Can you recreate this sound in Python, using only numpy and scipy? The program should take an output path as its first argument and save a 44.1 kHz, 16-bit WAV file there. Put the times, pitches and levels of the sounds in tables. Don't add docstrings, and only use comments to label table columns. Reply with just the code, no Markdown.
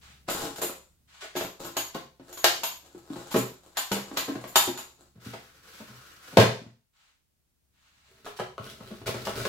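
import sys
import numpy as np
from scipy import signal
from scipy.fft import rfft, irfft, next_fast_len
from scipy.io import wavfile
from scipy.ndimage import uniform_filter1d

SR = 44100
rng = np.random.default_rng(int(sys.argv[2]) if len(sys.argv) > 2 else 0)


def wrap_up_sound(samples):
    columns = np.atleast_2d(samples).T
    tamed = np.clip(columns, -1, 1)
    steps = np.round(tamed * 32767).astype(np.int16)
    wavfile.write(sys.argv[1], SR, steps)


N = 418068
T = np.arange(N) / SR
AGE = T[:SR // 5]
OPEN_S = 5

# (time [s], level [dB])
HUM_ENVELOPE = [(0, -62), (1, -71.5), (6.3, -71.5), (6.9, -91), (9.48, -57)]
# (frequency [Hz], t60 [s], level [dB], left-right coherence [0-1])
ROOM_BANDS = [(100, 0.31, -4, 0.9), (292, 0.29, -2, 0.95), (804, 0.34, 1, 0.4), (2020, 0.36, 4, 0),
              (6260, 0.42, 2, 0), (14200, 0.29, 4, 0)]

# (start [s], length [s], level [dB])
RIM_RUBS = [(.01, 0.18, -56.5), (1.075, 0.28, -58.5), (1.207, 0.048, -42.5), (6.93, 0.25, -69.5),
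            (7.72, 1, -69.5)]
CASE_SCRAPES = [(.276, 0.25, -38.5), (.417, 0.16, -50.5), (.582, 0.018, -39), (.615, 0.089, -44),
                (1.365, 0.15, -47), (1.594, 0.14, -43), (2.22, 0.69, -56), (2.82, 0.58, -62.5),
                (3.053, 0.58, -53.5), (3.62, 0.19, -61), (4.004, 0.59, -53), (4.356, 0.67, -59.5),
                (4.98, 0.12, -64)]
BOOKLET_TUGS = [(8.08, 0.28, -65.5), (8.243, 0.086, -49), (8.6, 0.22, -50.5), (8.79, 0.28, -52.5),
                (9.058, 0.05, -35.5), (9.13, 0.41, -45.5), (9.335, 0.38, -39)]
POCKET_RUB = (1.222, 0.046, -43)
HINGE_BIND = (5.85, 0.55, -64.5)
PAPER_SQUEAK = (8.645, 0.075, -51)
# (time [s], level [dB])
SWING_ENVELOPE = [(5.2, -67), (5.26, -53.5), (5.33, -63.5), (5.615, -70), (5.64, -62), (5.742, -54.5),
                  (6.19, -63), (6.276, -55), (6.34, -53)]
# (time [s], level [dB], rattle length [s])
BOOKLET_TAPS = [(8.263, -41.5, 0.009), (8.39, -41.5, 0.0033), (8.401, -37, 0.003), (8.58, -41, 0.0015),
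                (9.272, -35.5, 0.0025), (9.453, -39, 0.0043)]
# (time [s], level [dB], rattle length [s])
PAPER_CRACKLES = [(8.364, -51, 0.025), (8.699, -51.5, 0.0044), (9.069, -39, 0.011), (9.251, -42, 0.015)]
# (time [s], force [dB], rattle length [s], latch [0 left, 1 right], wire level [dB])
LATCH_SNAPS = [(0.297, -39.5, 0.02, 0, -37), (0.404, -47, 0.0072, 0, -48), (0.56, -50, 0.0032, 0, -50),
               (0.616, -41.5, 0.012, 0, -33), (1.36, -37, 0.023, 1, -40), (1.646, -50.5, 0.0075, 1, -49.5),
               (1.768, -34.5, 0.005, 1, -34), (1.946, -46, 0.0062, 1, -77), (2.327, -53.5, 0.006, 1, -49),
               (2.374, -49, 0.013, 1, -45), (2.4423, -21, 0.0053, 1, -49), (2.634, -34, 0.0069, 1, -35),
               (3.309, -41, 0.037, 0, -44), (3.362, -42, 0.012, 0, -36.5), (3.77, -33, .01, 0, -35),
               (3.917, -34.5, 0.005, 0, -37.5), (4.171, -32, 0.0069, 0, -38), (4.475, -60, 0.011, 0, -51),
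               (4.557, -21.5, 0.0057, 0, -25), (4.563, -36, .011, 0, -28.5),
               (4.775, -44.5, 0.011, 0, -45.5)]
# (time [s], force [dB], hardness [0-1], rattle length [s])
SHELL_KNOCKS = [(0.286, -35.5, 0.76, 0.012), (0.618, -33.5, 0.67, 0.011), (0.693, -43.5, 0.59, 0.0031),
                (1.353, -34.5, 0.4, 0.0085), (1.409, -37, 0.7, 0.0074), (1.767, -37.5, 0.58, 0.0073),
                (1.95, -37, 0.44, 0.0081), (2.197, -52.5, 0.3, 0.005), (2.947, -55, 0.07, 0.011),
                (3.102, -45, 0.12, 0.005), (3.159, -43.5, 0.3, 0.0059), (3.343, -26, 0.35, 0.0082),
                (3.359, -25, 0.39, 0.008), (3.915, -31, 0.36, 0.0068), (3.965, -37, 0.58, 0.007),
                (4.114, -44, 0.3, 0.0016), (4.169, -37.5, 0.78, 0.013), (4.28, -34, 0.3, 0.014),
                (4.353, -39, 0.35, 0.012), (4.44, -43, 0.63, 0.0026), (4.675, -32.5, 0.31, 0.0037),
                (5.153, -57.5, 0.2, 0.027), (5.263, -50, 0.09, 0.015), (5.335, -42.5, 0.69, 0.0088),
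                (5.801, -47, 0.36, 0.014), (5.89, -54, 0.21, 0.044), (6.329, -48, 0.3, 0.011),
                (8.397, -35, 0.55, 0.0039), (8.596, -49, 0.16, 0.0031), (8.803, -47.5, 0.34, 0.0093),
                (8.907, -44.5, 0.28, 0.014), (9.016, -48, 0.37, 0.0045), (9.079, -33.5, 0.45, 0.0093),
                (9.142, -36, 0.47, 0.0071), (9.268, -37.5, 0.51, 0.0063), (9.452, -33.5, 0.73, 0.0039)]
LID_LANDINGS = [(6.371, -14, 0.58, 0.0029), (6.385, -22, 0.3, 0.002), (6.4, -19.5, 0.67, 0.003),
                (6.425, -28.5, 0.42, 0.0027), (6.44, -32, 0.66, .002), (6.453, -32.5, 0.36, 0.0021),
                (6.616, -59.5, 0.04, 0.0016), (6.664, -56, 0.18, 0.0014)]
# (hardness [0-1], boom [dB], panels [dB], crack [dB])
HARDNESS_RESPONSE = [(0, 13, -10.5, -16), (0.549, -6.5, 0.5, -9.5), (1, -13.5, -3, 4)]

# (frequency [Hz], level [dB], t60 [s])
SHUT_SHELL_MODES = [(131.4, -5, 0.24), (179.5, -3.5, 0.23), (204, -8, 0.097), (243, -1.5, 0.19),
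                    (271.3, -4, 0.16), (340, 3, 0.082)]
SHUT_PANEL_MODES = [(364, -0.5, 0.1), (384, -0.5, 0.22), (428, -3, 0.08), (510, -1.5, 0.054),
                    (650, -1, 0.05), (867, -6, 0.11), (1048, -5.5, 0.08)]
OPEN_SHELL_MODES = [(104, -6.5, .12), (117, -3.5, 0.16), (137, -2, 0.2), (163, -6, 0.063),
                    (190, -5.5, 0.082), (229.2, -0.5, 0.09)]
OPEN_PANEL_MODES = [(354, -2, .08), (401.6, 2, 0.11), (429, 0.5, 0.098), (508, 2, .1), (602, -4.5, .06),
                    (666, -1, .08), (912, -8, .07), (1054, -7.5, .06)]
HOLLOW_LID_MODES = [(382.2, 7.5, 0.19), (506, -1, 0.056), (684, -1.5, 0.041), (1045, -6, 0.026),
                    (1150, -4.5, 0.02)]
POCKET_MODES = [(384, -1.5, 0.063), (601, -2, 0.069), (692, 0.5, 0.051), (1510, -7.5, .035),
                (1914, -5.5, 0.012)]
LEVER_MODES = [(371.4, -8, 0.06), (690, -4, 0.03), (887, 0.5, 0.04), (1010, -3, 0.057)]
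WIRE_MODES = [
    [(6865, -3.5, 0.091), (7060, 1, 0.16), (7190, -4, .13), (8140, -6, 0.16), (9930, -8, .09),
     (11560, -6.5, 0.17), (12530, -7.5, .12), (13400, -0.5, .12), (13650, -6, .1), (14110, -8.5, .06)],
    [(6720, -1, .05), (6790, 1, 0.13), (12532, -4.5, .1), (12850, -9.5, .04), (13200, -1.5, .13),
     (14061, -5.5, .11)],
]

# (frequency [Hz], spectral density [dB])
AIR_SPECTRUM = [(30, -2.5), (140, -7.5), (300, -15.5), (1000, -24), (15000, -25)]
RUMBLE_SPECTRUM = [(25, -8), (150, -6.0), (1000, -39), (8000, -70.5)]
SKIN_SPECTRUM = [(900, 1), (4100, -0.5), (5500, -6), (7500, -5.5), (9500, -16.5), (16000, -24)]
SCRAPE_SPECTRUM = [(500, -0.5), (1400, 3), (2200, -8), (4000, 1.5), (6000, -4), (7500, 2.5), (9000, -9.5),
                   (13000, -8.5), (16000, -20)]
PAPER_SPECTRUM = [(500, -27), (1300, -1), (2200, -2.5), (4000, 2), (6500, -6), (10000, -10), (16000, -14)]
SWING_SPECTRUM = [(600, 0), (1400, 5), (4500, 3), (7500, -1.5), (9000, -6.5), (14000, -5.5), (16000, -12.5)]
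HINGE_SPECTRUM = [(1000, -12), (1380, 3), (1600, -4.5), (2000, -20.5), (8000, -38.5)]
# (frequency [Hz], spectral density [dB])
TAP_SPECTRUM = [(600, 2), (1300, 1), (2000, -14.5), (3500, -11), (16000, -54)]
CRACKLE_SPECTRUM = [(1200, -4), (4400, 0.5), (6500, -5), (16000, -14)]
LEVER_SPECTRUM = [(680, -3), (960, 2), (1500, -8), (2500, -18), (8000, -53.5)]
WIRE_SPECTRUM = [(6500, -0.5), (14000, -1), (16000, -25)]
SNAP_SPECTRUM = [(600, -6), (1400, 1.5), (2100, -1.5), (3100, 3.5), (4300, 3.5), (5700, -2.5), (7000, -1),
                 (8800, -12.5), (12000, -10.5), (13400, -3), (16000, -32)]
PANEL_SPECTRUM = [(420, 3), (720, -2.5), (1100, -6), (2000, -23), (8000, -52.5)]
KNOCK_SPECTRUM = [(450, -6), (1400, 2), (2000, 1), (3000, -3), (4500, -6), (7000, -13), (10000, -20.5),
                  (16000, -25)]


def undb(db):
    return 10 ** (np.asarray(db) / 20)


def add(out, s, sound):
    i = max(int(s * SR), 0)
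    out[:, i:i + sound.shape[-1]] += sound[..., :N - i]


def convolve(x, response):
    return signal.fftconvolve(np.atleast_2d(x), response, axes=-1)[:, :x.shape[-1]]


def colour(x, spectrum):
    hz, db = np.transpose(spectrum)
    size = next_fast_len(x.shape[-1], True)
    f = np.fft.rfftfreq(size, 1 / SR) + 1
    gain = undb(np.interp(np.log(f), np.log(hz), db)) * np.minimum(f / hz[0], 1) ** 2
    shaped = irfft(rfft(x, size) * gain, size)[..., :x.shape[-1]]
    return shaped / shaped.std()


def noise(spectrum, size):
    return colour(rng.standard_normal((2, size)), spectrum)


def blow_level(x, db):
    return x * undb(db) / np.sqrt(np.sum(x ** 2) / (2 * .03 * SR))


def background(air_db=-78, hum_hz=70, rumble_db=-1, hiss_db=-5):
    rumble = noise(RUMBLE_SPECTRUM, N)[0]
    air = noise(AIR_SPECTRUM, N)
    hum = np.sqrt(2) * np.sin(2 * np.pi * hum_hz * T) + undb(rumble_db) * rumble + undb(hiss_db) * air
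    return undb(air_db) * air + undb(np.interp(T, *np.transpose(HUM_ENVELOPE))) * hum


def room(x, first_echo_s=0.0038, build_s=0.0011):
    hz, t60s, levels_db, coherences = np.transpose(ROOM_BANDS)
    t = T[:SR // 2]
    log_f = np.log(np.fft.rfftfreq(len(t), 1 / SR) + 1)
    mid, side = rfft(rng.standard_normal((2, len(t))))
    onset = np.clip((t - first_echo_s) / build_s, 0, 1)
    tail = 0
    for band, t60, db, coherence in zip(np.eye(len(hz)), t60s, levels_db, coherences):
        pair = np.sqrt((1 + coherence) / 2) * mid + np.sqrt((1 - coherence) / 2) * np.array([side, -side])
        echoes = irfft(pair * np.interp(log_f, np.log(hz), band), len(t))
        fade = onset * np.exp(-np.log(1000) * t / t60)
        tail = tail + echoes * fade / np.linalg.norm(fade) * undb(db)
    return x + convolve(x, tail)


def rattle(length_s, first=2.2, count=32, firm_s=0.0056):
    delay = np.minimum(rng.exponential(1, count), 3)
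    push = np.zeros(int(3 * length_s * SR) + 2)
    push[(delay * length_s * SR).astype(int)] = .55 * rng.standard_normal(count) * np.exp(-delay / 2)
    push[0] = first * min(1, firm_s / length_s)
    return push


def ring(modes, scatter_db, push=np.ones(1), detune=0.0046, apart_hz=1500, lowest_hz=100):
    hz, db, t60 = np.transpose(modes)
    size, shift, skew, sign = rng.standard_normal((len(hz), 4)).T
    pole = 2j * np.pi * hz * (1 + detune * shift) - np.log(1000) / t60
    motion = np.exp(np.outer(pole, AGE).astype(np.complex64))
    weight = np.sign(sign) * undb(db + scatter_db * size) / np.sqrt(t60)
    phasor = np.exp(1j * skew * np.minimum(hz / apart_hz, 1) * np.array([[.5], [-.5]]))
    response = ((weight * phasor) @ motion).imag
    radiation = signal.butter(3, max(.8 * hz[0], lowest_hz), "high", fs=SR, output="sos")
    return signal.sosfilt(radiation, convolve(response, push[None]))


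def crack(spectrum, push, t60):
    power = np.pad(push ** 2, (0, len(AGE) - len(push))) + 1e-18
    retention = np.exp(-2 * np.log(1000) / (t60 * SR))
    energy = signal.lfilter([1], [1, -retention], power)
    return noise(spectrum, len(AGE)) * np.sqrt(energy)


def clack(modes, spectrum, push, scatter_db, detune, dense_db=0, dense_t60=0.03):
    dense = np.tile(crack(spectrum, push, dense_t60)[0], (2, 1))
    return blow_level(ring(modes, scatter_db, push, detune=detune), 0) + blow_level(dense, dense_db)


def slips(grain_db, jerk_db, jerks_per_s=60):
    knots = np.arange(0, T[-1] + 1, 1 / jerks_per_s)
    jerks = undb(jerk_db * np.interp(T, knots, np.tanh(rng.standard_normal(len(knots)))))
    sizes = np.minimum(rng.exponential(1, N // 32 + 1), 5)
    grains = undb(grain_db * np.repeat(sizes, 32)[:N])
    return rng.standard_normal((2, N)) * jerks * grains


def strokes(rows, hiss_db=0, skew=0.54, usual_db=-50, hiss_exponent=0.89):
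    gains = np.zeros((2, N))
    for s, length_s, db in rows:
        swell = np.sin(np.pi * np.linspace(0, 1, int(length_s * SR)) ** skew)
        add(gains, s, swell * undb([[db], [hiss_db + hiss_exponent * (db - usual_db)]]))
    return gains


def friction(shell_gain, hiss_gain, spectrum, shell_modes, panel_modes,
             grain_db, jerk_db, boom_db, dense_db=7):
    drive = slips(grain_db, jerk_db)
    panels = clack(panel_modes, PANEL_SPECTRUM, np.ones(1), scatter_db=1.2, detune=0.0027,
                   dense_db=dense_db, dense_t60=0.013)
    response = blow_level(panels, 0) + blow_level(ring(shell_modes, scatter_db=1.6), boom_db)
    shell = convolve(drive[0] / drive.std() * shell_gain, response / np.linalg.norm(response[0]))
    return shell + colour(drive, spectrum) * hiss_gain


def scrapes():
    drive = slips(grain_db=1.0, jerk_db=4)
    pocket = convolve(drive[0], ring(POCKET_MODES, scatter_db=1))
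    rim_rubs = strokes(RIM_RUBS)[0] * colour(drive, SKIN_SPECTRUM)
    pocket_rub = strokes([POCKET_RUB])[0] * pocket / pocket.std()
    shifts = friction(*strokes(CASE_SCRAPES, hiss_db=-54.0), SCRAPE_SPECTRUM,
                      SHUT_SHELL_MODES, SHUT_PANEL_MODES, grain_db=4.0, jerk_db=7.5, boom_db=-3.0)
    return rim_rubs + pocket_rub + shifts


def squeak(glide_hz=(2500, 3800), flutter_hz=170):
    s, length_s, _ = PAPER_SQUEAK
    phase = 2 * np.pi * np.cumsum(np.interp(T, [s, s + length_s], glide_hz)) / SR
    flutter = signal.sosfilt(signal.butter(2, flutter_hz, fs=SR, output="sos"), rng.standard_normal(N))
    return strokes([PAPER_SQUEAK], skew=1.1)[0] * flutter / flutter.std() * np.sin(phase)


def booklet(crackle_t60=0.024):
    out = friction(*strokes(BOOKLET_TUGS, hiss_db=-55.0), PAPER_SPECTRUM, OPEN_SHELL_MODES,
                   HOLLOW_LID_MODES, grain_db=4.0, jerk_db=4.5, boom_db=-8.0, dense_db=0.5)
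    out += squeak()
    for s, db, length_s in BOOKLET_TAPS:
        push = rattle(length_s)
        tap = clack(HOLLOW_LID_MODES, TAP_SPECTRUM, push, scatter_db=1.7, detune=0.038, dense_t60=0.017)
        add(out, s, blow_level(tap, db))
    for s, db, length_s in PAPER_CRACKLES:
        add(out, s, blow_level(crack(CRACKLE_SPECTRUM, rattle(length_s), crackle_t60), db))
    return out


def lid_swing(shell_db=-2.5, hiss_db=2.0):
    s, db = np.transpose(SWING_ENVELOPE)
    swinging = (T > s[0]) & (T < LID_LANDINGS[0][0])
    rub = uniform_filter1d(swinging * undb(np.interp(T, s, db)), 512)
    hinge = strokes([HINGE_BIND])[0] * colour(slips(grain_db=2.5, jerk_db=0.5), HINGE_SPECTRUM)
    return hinge + friction(rub * undb(shell_db), rub * undb(hiss_db), SWING_SPECTRUM,
                            OPEN_SHELL_MODES, OPEN_PANEL_MODES, grain_db=1.5, jerk_db=5.0, boom_db=-8.0)


def add_lead_in(out, s, db, lead_s=0.022, rise_s=0.0072):
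    t = AGE[:int(lead_s * SR)]
    add(out, s - lead_s, noise(KNOCK_SPECTRUM, len(t)) * np.exp((t - lead_s) / rise_s) * undb(db))


def latches(crack_t60=0.041, scatter_db=2, jingle_s=0.008):
    out = np.zeros((2, N))
    for s, db, length_s, side, wire_db in LATCH_SNAPS:
        push = rattle(length_s, first=1.9)
        jolt = blow_level(ring(SHUT_SHELL_MODES, scatter_db, push), db - 21)
        lever = blow_level(clack(LEVER_MODES, LEVER_SPECTRUM, push, scatter_db, detune=0.023), db - 2.5)
        chatter_s = length_s + jingle_s
        arms = sum(ring(WIRE_MODES[side], scatter_db=3.5, push=rattle(chatter_s), detune=0.0043)
                   for _ in range(4))
        chatter = crack(WIRE_SPECTRUM, rattle(chatter_s), crack_t60)
        loop = blow_level(blow_level(arms, 0) + blow_level(chatter, -5), wire_db)
        snap = blow_level(crack(SNAP_SPECTRUM, push, crack_t60), db + 0.5)
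        add(out, s, jolt + lever + loop + snap)
        add_lead_in(out, s, min(db, -32) - 9)
    return out


def shell_impacts(crack_t60=0.038, scatter_db=2):
    out = np.zeros((2, N))
    steps, *curves = np.transpose(HARDNESS_RESPONSE)
    for s, db, hardness, length_s in SHELL_KNOCKS + LID_LANDINGS:
        boom_db, panel_db, crack_db = (db + np.interp(hardness, steps, curve) for curve in curves)
        push = rattle(length_s, first=1.8)
        if s < OPEN_S:
            boom = ring(SHUT_SHELL_MODES, scatter_db, push, detune=0.06)
            panels = clack(SHUT_PANEL_MODES, PANEL_SPECTRUM, push, scatter_db, detune=0.04, dense_db=5.5)
        else:
            boom = ring(OPEN_SHELL_MODES, scatter_db, push)
            panels = clack(OPEN_PANEL_MODES, PANEL_SPECTRUM, push, scatter_db, detune=0.003, dense_db=-2)
        contact = crack(KNOCK_SPECTRUM, push, crack_t60)
        add(out, s, blow_level(boom, boom_db) + blow_level(panels, panel_db) + blow_level(contact, crack_db))
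        add_lead_in(out, s, min(crack_db, -40) - 5)
    return out


def scene(balance_db=0.85):
    lean = undb(np.array([[.5], [-.5]]) * balance_db)
    case = latches() + scrapes() + shell_impacts() + lid_swing() + booklet()
    return room(lean * case) + background()


def record(dry, top_hz=16000):
    lowpass = signal.ellip(8, .2, 70, top_hz, fs=SR, output="sos")
    return signal.sosfilt(lowpass, np.clip(dry, -1, 1))


dry = scene()
out = record(dry)
wrap_up_sound(out)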